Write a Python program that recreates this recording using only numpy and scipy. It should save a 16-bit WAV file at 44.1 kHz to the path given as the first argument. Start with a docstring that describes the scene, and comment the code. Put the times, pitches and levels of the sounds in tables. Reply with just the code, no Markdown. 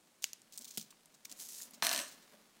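"""A strip of plastic carrier tape ticks, scuffs and slides in the fingers, then rasps over an edge.
Ticks and catches are snaps of short strip modes, a click and scattered crackle; each catch also feeds
a dense ring, clear modes and a sinking body tone. Scuffs, slide and hand rustle are grainy friction.
Bench bumps are struck low modes; touches and pushes of the hand are swells of low noise.
Shaped noise gives a faint room hiss and the room's echo."""
import sys
import numpy as np
from scipy import signal
from scipy.fft import rfft, irfft
from scipy.io import wavfile

SR = 44100
rng = np.random.default_rng(int(sys.argv[2]) if len(sys.argv) > 2 else 0)


def digitize_waveform(pressure):
    """Quantize a signal to 16-bit integers and store it at the path in sys.argv[1].

    Rows of a 2-D input are taken as channels; values are limited to [-1, 1].
    """
    field = np.atleast_2d(pressure).T
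    bounded = np.clip(field, -1, 1)
    quanta = np.round(bounded * 32767).astype(np.int16)
    wavfile.write(sys.argv[1], SR, quanta)


N = 114660  # length in samples


def amp(db):
    """Decibels to gain."""
    return 10 ** (np.asarray(db) / 20)


def unit(x):
    """Scales a sound to energy 1."""
    return x / np.sqrt(np.sum(x ** 2) + 1e-20)


def evened(x):
    """Scales a sound to rms 1."""
    return unit(x) * np.sqrt(len(x))


def noise(length):
    """White noise."""
    return rng.standard_normal(length)


def read(points, hz):
    """Reads a curve of (pitch_hz, value) points on a log-frequency axis."""
    point_hz, value = np.transpose(points)
    return np.interp(np.log(hz + 1), np.log(point_hz + 1), value)


def level(points):
    """Gain over time from (time_s, level_db) points."""
    return amp(np.interp(np.arange(N) / SR, *np.transpose(points)))


def add(mix, start_s, sound):
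    """Mixes a sound in at its start time, cut off at the end of the mix."""
    part = mix[max(round(start_s * SR), 0):][:len(sound)]
    part += sound[:len(part)]


def coloured(x, points):
    """Gives a steady sound a spectrum, at rms 1."""
    gain = amp(read(points, np.fft.rfftfreq(len(x), 1 / SR)))
    return evened(irfft(rfft(x) * gain, len(x)))


def edge(x, hz, kind, order=2):
    """High-pass or low-pass filter."""
    sections = signal.butter(order, min(hz, SR / 2 - 1), kind, fs=SR, output="sos")
    return signal.sosfilt(sections, x)


def modes(table, t):
    """Struck modes: decaying sines, together at energy 1."""
    return unit(sum(amp(db - 60 * t / t60) * np.sin(2 * np.pi * hz * t) for hz, db, t60 in table))


def tail(colour, t60s):
    """Dense ringing: noise whose bands die at their own speeds, energy 1."""
    hz, t, bands = signal.stft(coloured(noise(SR // 2), colour), SR, nperseg=256)
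    decay = amp(-60 * t / read(t60s, hz)[:, None])
    return unit(signal.istft(bands * decay, SR, nperseg=256)[1])


GRAINS_PER_S, GRAIN_SPREAD_DB = 3000, 3.5
GRAIN_SHARE = 0.77  # share of the energy in grains; the rest is smooth hiss
CLUMP_DB, CLUMP_HZ = 1.5, 107  # depth and top rate of the sticking and slipping


def friction(colour):
    """Tiny slips of uneven size over a smooth hiss, in clumps as the surface sticks and lets go."""
    sizes = amp(GRAIN_SPREAD_DB * np.minimum(rng.exponential(1, N), 5))
    signs = rng.choice([-1, 1], N)
    slips = sizes * signs * (rng.random(N) < GRAINS_PER_S / SR)
    clumps = amp(CLUMP_DB * evened(edge(noise(N), CLUMP_HZ, "low")))
    grains = np.sqrt(GRAIN_SHARE) * evened(slips * clumps)
    hiss = np.sqrt(1 - GRAIN_SHARE) * evened(noise(N))
    return coloured(grains + hiss, colour)


def swells(table, colour):
    """Brief, soft-edged swells of coloured noise."""
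    out = np.zeros(N)
    for start_s, length_s, level_db in table:
        swell = np.hanning(round(length_s * SR))
        grain = evened(coloured(noise(SR // 4), colour)[:len(swell)])
        add(out, start_s, amp(level_db) * swell * grain)
    return out


# spectrum of the room hiss: pitch_hz, level_db
HISS_COLOUR = [(15, -36), (25, -2.5), (59, -23.5), (169, -1.5), (433, -6), (620, -7.5), (1100, -11.5),
               (1800, -16), (3260, -15.5), (8580, -14), (15500, -26)]
HISS_DB = -71


def room_hiss():
    """Steady background hiss: white noise given a fixed spectrum."""
    return amp(HISS_DB) * coloured(noise(N), HISS_COLOUR)


# loudness of the hands' dull rustle: time_s, level_db
RUSTLE_LEVEL = [(0, -74), (.5, -71.5), (.62, -69), (.9, -72.5), (1.2, -71), (1.33, -65), (1.5, -66),
                (1.78, -65.5), (2.2, -63), (2.28, -65), (2.45, -68), (2.6, -70)]
# spectrum of that rustle: pitch_hz, level_db
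RUSTLE_COLOUR = [(60, -27), (140, -16), (230, -2), (330, -11.5), (600, -13), (1500, -13), (4000, -15),
                 (12000, -23)]


def hand_rustle():
    """Soft friction of the hands, its loudness following the movement."""
    return friction(RUSTLE_COLOUR) * level(RUSTLE_LEVEL)


# scuffs of fingers and strip, each played for twice length_s: start_s, length_s, level_db, low_edge_hz
SCUFFS = [(0.221, 0.018, -46, 3620), (0.239, 0.015, -42.5, 2000), (0.522, 0.037, -53.5, 2930),
          (0.552, 0.018, -56.5, 3520), (0.575, 0.012, -42, 4200), (0.608, 0.039, -53, 3740),
          (0.643, 0.016, -45, 3200), (0.673, 0.032, -52, 3020), (0.704, 0.03, -51, 2950),
          (0.736, 0.054, -55.5, 3500), (0.774, 0.013, -36, 2860), (0.787, 0.058, -53, 2930),
          (0.904, 0.013, -53.5, 2510), (1.14, 0.015, -58, 2900), (1.248, 0.013, -46.5, 3000),
          (1.295, 0.039, -56, 3000), (1.314, 0.024, -54, 2500), (1.734, 0.028, -53, 2420),
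          (2.074, 0.023, -49.5, 2500), (2.107, 0.053, -57, 2520), (2.215, 0.034, -65, 1050)]
# spectrum of the rub before its low edge: pitch_hz, level_db
SCUFF_COLOUR = [(200, -6), (1000, -7), (3000, 3), (6500, 7), (9000, 4), (11000, -6), (16000, 2)]
SCUFF_ATTACK_S = 0.003
SCUFF_FADE_DB = -12.5  # how far a scuff has faded at length_s


def scuffs():
    """Short friction rubs that start quickly and fade ever faster."""
    out = np.zeros(N)
    rub = friction(SCUFF_COLOUR)
    for start_s, length_s, level_db, low_hz in SCUFFS:
        t = np.arange(0, 2 * length_s, 1 / SR)
        grain = evened(edge(rub[round(start_s * SR):][:len(t)], low_hz, "high"))
        attack = np.minimum(t / SCUFF_ATTACK_S, 1)
        add(out, start_s, grain * attack * amp(level_db + SCUFF_FADE_DB * (t / length_s) ** 3))
    return out


# short modes of the strip at pitch ratio 1: pitch_hz, level_db, t60_s
STRIP_MODES = [(2836, 4, 0.009), (4840, -5, 0.0095), (6000, 8, 0.0039), (6720, 5, 0.0075),
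               (8950, -11, 0.0082), (12000, -4, 0.0097), (14200, -3, 0.009), (15300, 3.5, .008)]
# spectrum of the scattered crack: pitch_hz, level_db
CRACK_COLOUR = [(100, -48), (600, 2.5), (1800, -10), (3000, -1.5), (7000, -8), (10000, -3), (16000, -9.5)]
# dull push under each snap, before its 220 Hz high-pass: pitch_hz, level_db, t60_s
THOCK_MODES = [(169, -13, 0.0084), (656, 4, 0.0048)]
THOCK_DB = -25
SPIKE_TOP_HZ = 9000  # top of the band of the sharp first edge


def snap(low_hz, high_hz, scatter, pitch_ratio, crack_s, leak_db, spike_db):
    """A sharp edge, strip modes pitched by the grip and a scattered crack, in the contact's band."""
    t = np.arange(SR // 30) / SR
    scatter = np.clip(scatter, 0, 1)
    crack = unit(coloured(noise(len(t)), CRACK_COLOUR) * np.exp(-t / crack_s))
    spike = unit(edge(1. * (t == 0), SPIKE_TOP_HZ, "low"))
    strip = unit(modes(STRIP_MODES, t * pitch_ratio) + amp(spike_db) * spike)
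    contact = np.sqrt(1 - scatter) * strip + np.sqrt(scatter) * crack
    # a steep low cut, with a little of a gentler one leaking through
    steep = edge(contact, low_hz, "high", order=3)
    leak = amp(leak_db) * edge(contact, low_hz, "high", order=1)
    thock = edge(modes(THOCK_MODES, t), 220, "high")
    return unit(edge(steep + leak, high_hz, "low")) + amp(THOCK_DB) * thock


# ticks of the plastic strip (scatter is held to 0-1):
# start_s, level_db, low_edge_hz, high_edge_hz, scatter, pitch_ratio
TICKS = [(0.236, -23.5, 5000, 7700, 0.5, 1), (0.2421, -5, 2070, 15000, 0.05, 1.04),
         (0.3325, -18.5, 3750, 11400, 0.22, 0.99), (0.4183, -36, 5140, 9800, 0.3, 1.2),
         (0.5764, -22, 7400, 16200, 0.1, 1.35), (0.5914, -25, 7860, 16000, 0, 1.24),
         (0.613, -31, 4530, 11000, 0.5, 0.84), (.646, -45, 3520, 11000, 0.5, 1.7),
         (0.679, -31, 3520, 11100, 1.1, 1.1), (0.7107, -28, 5000, 12000, 0.1, 1.1),
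         (.774, -13.5, 3330, 12700, 0.77, 0.79), (0.777, -21.5, 2420, 12100, 0.8, 1.28),
         (0.7969, -25, 4000, 11000, 0.9, 0.73), (0.813, -23.5, 4000, 10000, 0.44, 0.88),
         (0.926, -39, 895, 1446, 0.5, 0.42), (1.0579, -35.5, 5870, 14000, 0.46, 1.3),
         (1.2533, -24, 4540, 15100, 0, 1.05), (1.255, -24.5, 1670, 15000, 0, 0.85),
         (1.2964, -31.5, 3520, 10000, 0.2, 1.14), (1.3152, -24.5, 3340, 12100, 0.5, 1.1),
         (1.3246, -23.5, 4720, 11100, 0.3, 1.04), (1.4011, -25, 4000, 12000, 1.15, 1.2),
         (1.6034, -33, 1500, 2300, 0.1, 0.66), (1.7092, -32, 6650, 16300, 0.6, 1.6)]
# spectrum of the soft echo of a tick before its band edges: pitch_hz, level_db
TICK_ECHO_COLOUR = [(500, -18), (1200, -4), (2500, -3.5), (3400, -3.5), (4300, -4.5), (6500, 2),
                    (8500, -3.5), (10500, -8), (15000, -9)]
# decay of the room, for tick echoes and the room's echo alike: pitch_hz, t60_s
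ROOM_T60 = [(200, 0.21), (2000, 0.61), (7000, 0.28), (15000, 0.22)]
TICK_CRACK_S, TICK_LEAK_DB = 0.0016, -42
TICK_SPIKE_DB, TICK_ECHO_DB = -8.5, -16  # beside the modes; beside the tick


def ticks():
    """Single snaps as the strip flexes, each with a soft, diffuse echo in its own band."""
    out = np.zeros(N)
    for start_s, level_db, low_hz, high_hz, scatter, pitch_ratio in TICKS:
        echo = edge(tail(TICK_ECHO_COLOUR, ROOM_T60), low_hz, "high")
        echo = unit(edge(echo, high_hz, "low"))
        tick = snap(low_hz, high_hz, scatter, pitch_ratio, TICK_CRACK_S, TICK_LEAK_DB, TICK_SPIKE_DB)
        add(out, start_s, amp(level_db) * tick)
        add(out, start_s, amp(level_db + TICK_ECHO_DB) * echo)
    return out


# soft touches of fingers on strip and bench: start_s, length_s, level_db
TOUCHES = [(.585, 0.05, -62), (1.305, 0.037, -63), (1.73, 0.02, -60.5), (1.762, 0.043, -63.5),
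           (2.21, 0.073, -72.5), (2.312, 0.055, -59.5), (2.365, 0.074, -68)]
# spectrum of a touch: pitch_hz, level_db
TOUCH_COLOUR = [(100, -30), (225, 5), (330, -3.5), (480, -10), (610, -1.5), (760, -15), (1400, -12),
                (4000, -29)]


def touches():
    """Fingers meet strip and bench softly: short swells of dull noise."""
    return swells(TOUCHES, TOUCH_COLOUR)


# bumps on the bench: start_s, level_db
BUMPS = [(0.7766, -19), (1.826, -26.5), (1.98, -31)]
# modes of the bench top before its low cut: pitch_hz, level_db, t60_s
BENCH_MODES = [(164, -7, 0.2), (213, 1, 0.14), (275, 1.5, 0.036), (407, 0.5, 0.034), (650, 1, 0.011),
               (1430, -5.5, 0.027)]
BENCH_LOW_HZ = 141


def bumps():
    """Low knocks of the bench top: struck modes above a steep low cut."""
    out = np.zeros(N)
    knock = modes(BENCH_MODES, np.arange(SR // 2) / SR)
    knock = unit(edge(knock, BENCH_LOW_HZ, "high", order=5))
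    for start_s, level_db in BUMPS:
        add(out, start_s, amp(level_db) * knock)
    return out


# loudness of the strip sliding along: time_s, level_db
SLIDE_LEVEL = [(1.34, -69), (1.36, -66.5), (1.414, -44), (1.446, -52.5), (1.454, -48), (1.482, -57.5),
               (1.49, -49), (1.614, -50.5), (1.62, -45), (1.7, -74)]
# spectrum of the slide: pitch_hz, level_db
SLIDE_COLOUR = [(240, -52), (400, -7), (623, -20), (796, -20), (1560, -16), (1850, -14), (3210, -7),
                (3680, -5), (6680, 3.5), (15500, -5.5)]
SLIDE_FADE_S = 0.033  # time constant of the fade at either end


def slide():
    """One long, gritty slide of the strip: friction swelling and dipping in level."""
    t = np.arange(N) / SR
    before = SLIDE_LEVEL[0][0] - t
    after = t - SLIDE_LEVEL[-1][0]
    outside = np.maximum(np.maximum(before, after), 0)
    return friction(SLIDE_COLOUR) * level(SLIDE_LEVEL) * np.exp(-outside / SLIDE_FADE_S)


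# soft pushes of the moving hand: start_s, length_s, level_db
PUSHES = [(1.81, 0.044, -64), (1.903, 0.044, -71)]
# spectrum of a push: pitch_hz, level_db
PUSH_COLOUR = [(15, -8), (35, -19), (70, 1), (130, -5), (400, -44), (2000, -82)]


def pushes():
    """The moving hand pushes softly: short swells of deep rumble."""
    return swells(PUSHES, PUSH_COLOUR)


# catches of the tape dragged over the edge (scatter 0-1):
# start_s, snap_db, low_edge_hz, high_edge_hz, scatter, pitch_ratio, ring_db
CATCHES = [(1.8239, -7.5, 1490, 6900, 0.15, 0.85, -7), (1.8258, -6, 794, 3930, 0.78, 0.6, -9.5),
           (1.8315, -30, 895, 7500, 0.3, 0.73, -8), (1.8438, -15, 3020, 9000, 0.7, 0.56, -13),
           (1.8492, -9, 2450, 16000, 0.6, 0.89, -9), (1.8678, -3, 1320, 10900, 0.77, 1.64, -9),
           (1.893, -8, 3900, 7540, 0.04, 1, -11), (1.9142, -9, 670, 9000, 0.92, 0.59, -8.5),
           (1.9292, -9.5, 1200, 16000, 1, 0.94, -14), (1.9352, -13, 1490, 12000, 0.84, 0.73, -13),
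           (1.9477, -13, 3300, 7540, 0.1, .8, -13), (1.962, -11, 1610, 9500, 0.3, 1.2, -18),
           (1.977, -11.5, 1940, 12000, 0.76, 0.87, -10), (1.991, -12.5, 1790, 6940, 0.3, 1, -25),
           (1.9988, -17, 1190, 6900, 0.82, 0.74, -28), (2.002, -22, 1500, 12100, 0.87, 0.89, -18.5),
           (2.015, -22.5, 1490, 9000, 1, 1.13, -26)]
# spectrum of the dense ring: pitch_hz, level_db
RING_COLOUR = [(59, -62), (100, -43), (243, -0.5), (500, -12.5), (660, 1.5), (850, -9), (960, 3.5),
               (1350, 2), (1760, 7), (2250, -2), (2750, 2.5), (3500, -6.5), (4200, 1.5), (4700, -6.5),
               (6000, 0.5), (7600, -6), (9900, -3.5), (12200, -10.5), (13400, -1.5), (15500, -9)]
# decay of the dense ring: pitch_hz, t60_s
RING_T60 = [(150, 0.53), (650, 0.35), (1800, 0.23), (4500, 0.36), (9000, 0.32), (15000, 0.17)]
CATCH_LEAK_DB, CATCH_SPIKE_DB = -42, 2
CATCH_CRACK_S, CATCH_SCATTER_S = 0.001, 0.0017  # the crack lasts longer the more it scatters
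RING_SAME = 0.033  # share of the dense ring that is alike for every catch
RING_RISE_S = 0.0043  # build-up after each catch


def rasp():
    """Each catch of the dragged tape snaps and feeds a long, dense ring."""
    out = np.zeros(N)
    t = np.arange(SR // 2) / SR
    rise = np.minimum(t / RING_RISE_S, 1)
    shared = tail(RING_COLOUR, RING_T60)
    for start_s, snap_db, low_hz, high_hz, scatter, pitch_ratio, ring_db in CATCHES:
        ring = np.sqrt(RING_SAME) * shared + np.sqrt(1 - RING_SAME) * tail(RING_COLOUR, RING_T60)
        crack_s = CATCH_CRACK_S + CATCH_SCATTER_S * np.clip(scatter, 0, 1) ** 2
        catch = snap(low_hz, high_hz, scatter, pitch_ratio, crack_s, CATCH_LEAK_DB, CATCH_SPIKE_DB)
        add(out, start_s, amp(snap_db) * catch)
        add(out, start_s, amp(ring_db) * ring[:len(t)] * rise)
    return out


def stored(t60_s):
    """Amplitude of a resonance that every catch tops up and that dies away between them."""
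    energy = np.zeros(N)
    fade = unit(amp(-60 * np.arange(SR // 2) / SR / t60_s))
    for start_s, *_, ring_db in CATCHES:
        add(energy, start_s, (amp(ring_db) * fade) ** 2)
    return np.sqrt(energy)


# clear modes set ringing by the catches, levels relative to each other:
# pitch_hz, first_catch_db, last_catch_db
CLEAR_MODES = [(1507, -56, -66), (1724, -58, -58), (1749, -53, -60), (2988, -64, -58), (4206, -46, -65),
               (5930, -54, -56), (8086, -59, -47), (8275, -52, -53), (9950, -56, -66), (12990, -59, -51),
               (13400, -57, -66), (14500, -56, -75)]
CLEAR_DB, CLEAR_T60_S, CLEAR_WIDTH_HZ = -4.5, 0.29, 6
BODY_HZ, BODY_SAG_HZ_PER_S, BODY_LOWEST_HZ = 698.5, 480, 575
BODY_DB, BODY_T60_S, BODY_WIDTH_HZ = -11.5, 0.23, 97


def singing():
    """Clear modes trade strength as the strip is drawn out, over a fuzzy hollow tone that sinks."""
    since = np.arange(N) / SR - CATCHES[0][0]
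    drawn = np.clip(since / (CATCHES[-1][0] - CATCHES[0][0]), 0, 1)
    clear = np.zeros(N)
    for hz, first_db, last_db in CLEAR_MODES:
        # wandering phase widens each mode a little
        drift = np.cumsum(noise(N)) * np.sqrt(2 * np.pi * CLEAR_WIDTH_HZ / SR)
        strength = amp(first_db + (last_db - first_db) * drawn)
        clear += strength * np.sin(2 * np.pi * hz * since + drift)
    body_hz = np.maximum(BODY_HZ - BODY_SAG_HZ_PER_S * np.maximum(since, 0), BODY_LOWEST_HZ)
    fuzz = edge(noise(N) + 1j * noise(N), BODY_WIDTH_HZ / 2, "low")
    fuzz = fuzz / np.sqrt(abs(fuzz) + 1e-20)  # halves the swings in level, in dB
    body = (fuzz * np.exp(2j * np.pi * np.cumsum(body_hz) / SR)).real
    clear = amp(CLEAR_DB) * stored(CLEAR_T60_S) * evened(clear)
    return clear + amp(BODY_DB) * stored(BODY_T60_S) * evened(body)


# colour of the room's echo: pitch_hz, level_db
ROOM_COLOUR = [(100, -5.5), (2500, -11), (7000, -8), (15000, -5)]
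ROOM_DB = -11


def room_echo(near):
    """The small room answers with a diffuse, decaying noise tail."""
    return amp(ROOM_DB) * signal.fftconvolve(near, tail(ROOM_COLOUR, ROOM_T60))[:N]


def scene():
    """Tape, bench and hands in a small room with a steady hiss."""
    hands = hand_rustle() + touches() + pushes()
    near = hands + scuffs() + bumps() + slide() + rasp() + singing()
    # ticks bring their own echo, so they stay out of the room's
    return (near + ticks() + room_echo(near) + room_hiss())[None]


def record(dry):
    """The recorder's band limit: a steep low-pass at 15.9 kHz without phase shift."""
    low_pass = signal.firwin(255, 15900, window=("kaiser", 8), fs=SR)
    return signal.oaconvolve(dry, low_pass[None], "same")


dry = scene()
out = record(dry)
digitize_waveform(out)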